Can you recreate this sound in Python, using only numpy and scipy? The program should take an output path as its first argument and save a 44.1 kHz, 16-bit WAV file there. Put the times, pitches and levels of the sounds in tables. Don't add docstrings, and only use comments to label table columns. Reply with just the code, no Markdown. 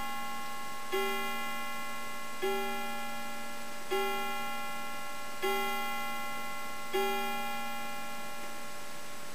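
import sys
import numpy as np
from scipy import signal
from scipy.fft import rfft, irfft, next_fast_len
from scipy.io import wavfile

SR = 44100
rng = np.random.default_rng(int(sys.argv[2]) if len(sys.argv) > 2 else 0)


def wav_out(sig):
    wavfile.write(sys.argv[1], SR, np.round(np.clip(np.atleast_2d(sig).T, -1, 1) * 32767).astype(np.int16))


N = 411894
TIME = np.arange(N) / SR
TOP_HZ = 15450

# (frequency [Hz], relative level [dB])
HISS_SHAPE = [(30, -5.5), (70, -4), (140, 1.5), (250, 4), (550, 1.5), (1000, -0.5), (1900, -2), (2400, -2),
              (3000, -4.5), (5000, -5.5), (8000, -8.5), (11000, -11), (15000, -15.5)]
# (frequency [Hz], level [dB])
WHINE_TONES = [(7843, -65), (7873, -64), (8129, -66), (8158, -65)]
# (time [s], level [dB], centre frequency [Hz])
LEVER_CLICKS = [(.458, -48, 4300), (2.812, -55, 2700), (8.434, -45, 2100), (8.438, -45, 520),
                (8.462, -48, 900)]
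# (frequency [Hz], relative level [dB], fade time [s])
CASE_MODES = [(208, -51, 0.09), (330.6, -35.5, 0.14), (520, -47, 0.14), (750, -46, 0.081),
              (1116, -41, 0.059), (1717, -39, 0.068), (2210, -43, 0.053), (2514, -37, 0.033),
              (2863, -46, 0.069), (3330, -41.5, 0.064)]
# (frequency [Hz], relative level [dB])
LADDER_SHAPE = [(8800, -64), (9500, -59), (10100, -61), (11250, -64), (11900, -71), (12740, -56),
                (13600, -57.5), (13960, -53), (14300, -61), (14630, -57.5), (15400, -65)]
# (frequency [Hz], relative level [dB], fade time [s],
# share of the ringing that survives a blow [0-1], rise time [s], pitch bend under the hammer [Hz])
GONG_MODES = [(230.19, -42, 7.1, 1, .04, 0), (389.95, -26.3, 1.1, .8, .007, -42),
              (584.75, -51, 22, 1, .03, 0), (816.24, -33.9, 5.5, 1, .016, -35),
              (1081.16, -41.2, 14.6, .67, .008, 0), (1373.49, -37.7, 8.4, .7, .03, 0),
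              (1694.88, -48.2, 11.2, 1, .006, 10), (2041.17, -38.1, 7.8, 1, .005, 12),
              (2418.79, -43, 6, .94, .055, 0), (2824.72, -44.3, 6.8, 1, .005, 0),
              (3260.94, -43.7, 4.3, .99, .006, 42), (3730.77, -55, 5.2, .84, .008, 0),
              (4759.37, -52.3, 3.2, .83, .008, 0), (6520.61, -55.3, 3, .86, .008, 0)]
# (time [s], force [dB], brightness [dB per octave], sizzle of the contact [dB])
HAMMER_STROKES = [(-2.078128, 4, .6, 0), (-.598251, -1, -.4, 0), (.921546, -1.5, -.1, 2.5),
                  (2.419508, -1.4, -.5, -2), (3.907069, -1.2, -.3, 0), (5.423786, -1, .6, 2),
                  (6.932008, .1, .1, -1)]


def undb(db):
    return 10 ** (np.asarray(db) / 20)


def fade(age, t60):
    return np.exp(-np.log(1000) * age / t60)


def swell(age, hz, rise):
    lag_s = 0.0044
    delay = lag_s * max(np.sqrt(1000 / hz) - .7, 0) / 1.3
    return 1 - np.exp(-np.maximum(age - delay, 0) / rise)


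def add(out, sound, start):
    i = int(round(start * SR))
    lo, hi = max(i, 0), min(i + len(sound), N)
    if hi > lo:
        out[lo:hi] += sound[lo - i:hi - i]


def noise(shape, size):
    hz, db = np.transpose(shape)
    padded = next_fast_len(size)
    bins = np.maximum(np.fft.rfftfreq(padded, 1 / SR), 1)
    gains = undb(np.interp(np.log(bins), np.log(hz), db))
    coloured = irfft(rfft(rng.standard_normal(padded)) * gains, padded)[:size]
    return coloured / coloured.std()


def ring(modes, size, rise):
    age, out = TIME[:size], np.zeros(size)
    for hz, db, t60 in modes:
        tone = np.sin(2 * np.pi * (hz * age + rng.random()))
        out += undb(db) * swell(age, hz, rise) * fade(age, t60) * tone
    return out


def microphone_hiss(hiss_db=-48):
    whine = sum(undb(db) * np.sin(2 * np.pi * (hz * TIME + rng.random())) for hz, db in WHINE_TONES)
    return undb(hiss_db) * noise(HISS_SHAPE, N) + whine


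def room(sound, echo_db, t60=.4):
    age = TIME[:SR // 2]
    echoes = noise([(100, -7), (3000, 7), (15000, -10)], len(age)) * fade(age, t60) * (age > .006)
    return sound + undb(echo_db) * signal.fftconvolve(sound, echoes / np.linalg.norm(echoes))[:N]


def lever_clicks(t60=0.083):
    age, out = TIME[:SR // 4], np.zeros(N)
    for start, db, hz in LEVER_CLICKS:
        click = noise([(hz / 4, -36), (hz / 2, -9), (hz, 0), (hz * 2, -18), (hz * 4, -36)], len(age))
        add(out, undb(db) * click * fade(age, t60), start)
    return out


def case_knocks(knock_db=3, rise=0.0028, tap_db=-42, tap_t60=0.033):
    age, out = TIME[:SR // 2], np.zeros(N)
    knock = undb(knock_db) * ring(CASE_MODES, len(age), rise)
    for start, force_db, _, sizzle_db in HAMMER_STROKES:
        tap = noise([(700, -16), (1700, -27), (2400, 2), (3300, -10), (4200, -9), (12000, -28)], len(age))
        tap *= undb(tap_db + sizzle_db) * fade(age, tap_t60)
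        add(out, undb(force_db) * (knock + tap), start)
    return out


def gong_shimmer(low_db=-71, high_db=-68, typical_t60=4.5, rise=0.0053, wash_db=-51, count=48):
    age, out = TIME[:3 * SR], np.zeros(N)
    place = (np.arange(count) + rng.random(count)) / count
    hz = 2200 + place * (TOP_HZ - 2200)
    db = low_db + (high_db - low_db) * place + 3 * rng.standard_normal(count)
    t60 = typical_t60 * rng.uniform(.7, 1.4, count)
    shimmer = ring(zip(hz, db, t60), len(age), rise)
    for start, force_db, _, sizzle_db in HAMMER_STROKES:
        wash = noise([(150, -20), (700, 9.5), (2300, 8), (4500, -1),
                      (6000, 3.5), (9000, 0), (14000, -25)], len(age))
        wash *= undb(wash_db) * fade(age, t60=2.9) * (1 - np.exp(-age / rise))
        add(out, undb(force_db + sizzle_db) * (shimmer + wash), start)
    return out


def gong_ladder(first_hz=8839, first_gap_hz=645.5, shrink_hz=29.6, survives=.6, rise=0.0074, count=16):
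    rung = np.arange(count)
    hz = first_hz + first_gap_hz * rung - shrink_hz * rung * (rung - 1) / 2
    db = np.interp(hz, *np.transpose(LADDER_SHAPE))
    t60 = np.geomspace(3, 8, count)
    return [(*mode, survives, rise, 0) for mode in zip(hz, db, t60)]


def gong_mode(hz, db, t60, survives, rise, bend_hz, contact_s=0.018):
    out, ringing = np.zeros(N, complex), 0j
    spin_and_fade = 2j * np.pi * hz - np.log(1000) / t60
    octaves = np.log2(min(hz, 5000) / 1000)
    sizzle_share = 0.4 * hz / TOP_HZ
    ends = [stroke[0] for stroke in HAMMER_STROKES[1:]] + [N / SR]
    for (start, force_db, bright_db, sizzle_db), end in zip(HAMMER_STROKES, ends):
        span = slice(*np.searchsorted(TIME, [start, end]))
        age = TIME[span] - start
        blow = undb(db + force_db + bright_db * octaves + sizzle_db * sizzle_share)
        contact = np.exp(-age / contact_s)
        old = ringing * (survives + (1 - survives) * contact)
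        new = blow * swell(age, hz, rise) * np.exp(-2j * np.pi * bend_hz * contact_s * contact)
        out[span] = (old + new) * np.exp(spin_and_fade * age)
        ringing = (ringing * survives + blow) * np.exp(spin_and_fade * (end - start))
    return np.real(out * np.exp(2j * np.pi * rng.random()))


def gong(gain_db=0.38, top_beat_depth=0.21, typical_beat_hz=5):
    out = np.zeros(N)
    for hz, *settings in GONG_MODES + gong_ladder():
        pace, phase = rng.random(2)
        beat = np.sin(2 * np.pi * (typical_beat_hz * (.5 + pace) * TIME + phase))
        out += gong_mode(hz, *settings) * (1 + top_beat_depth * hz / TOP_HZ * beat)
    return undb(gain_db) * out


def scene():
    tone = room(gong(), echo_db=-28)
    clatter = room(gong_shimmer() + case_knocks() + lever_clicks(), echo_db=-8)
    mono = tone + clatter + microphone_hiss()
    return np.array([mono, mono])


def record(dry, offset=.0158):
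    treble_cut = signal.ellip(14, .1, 80, TOP_HZ, fs=SR, output="sos")
    return signal.sosfilt(treble_cut, dry) + offset


dry = scene()
out = record(dry)
wav_out(out)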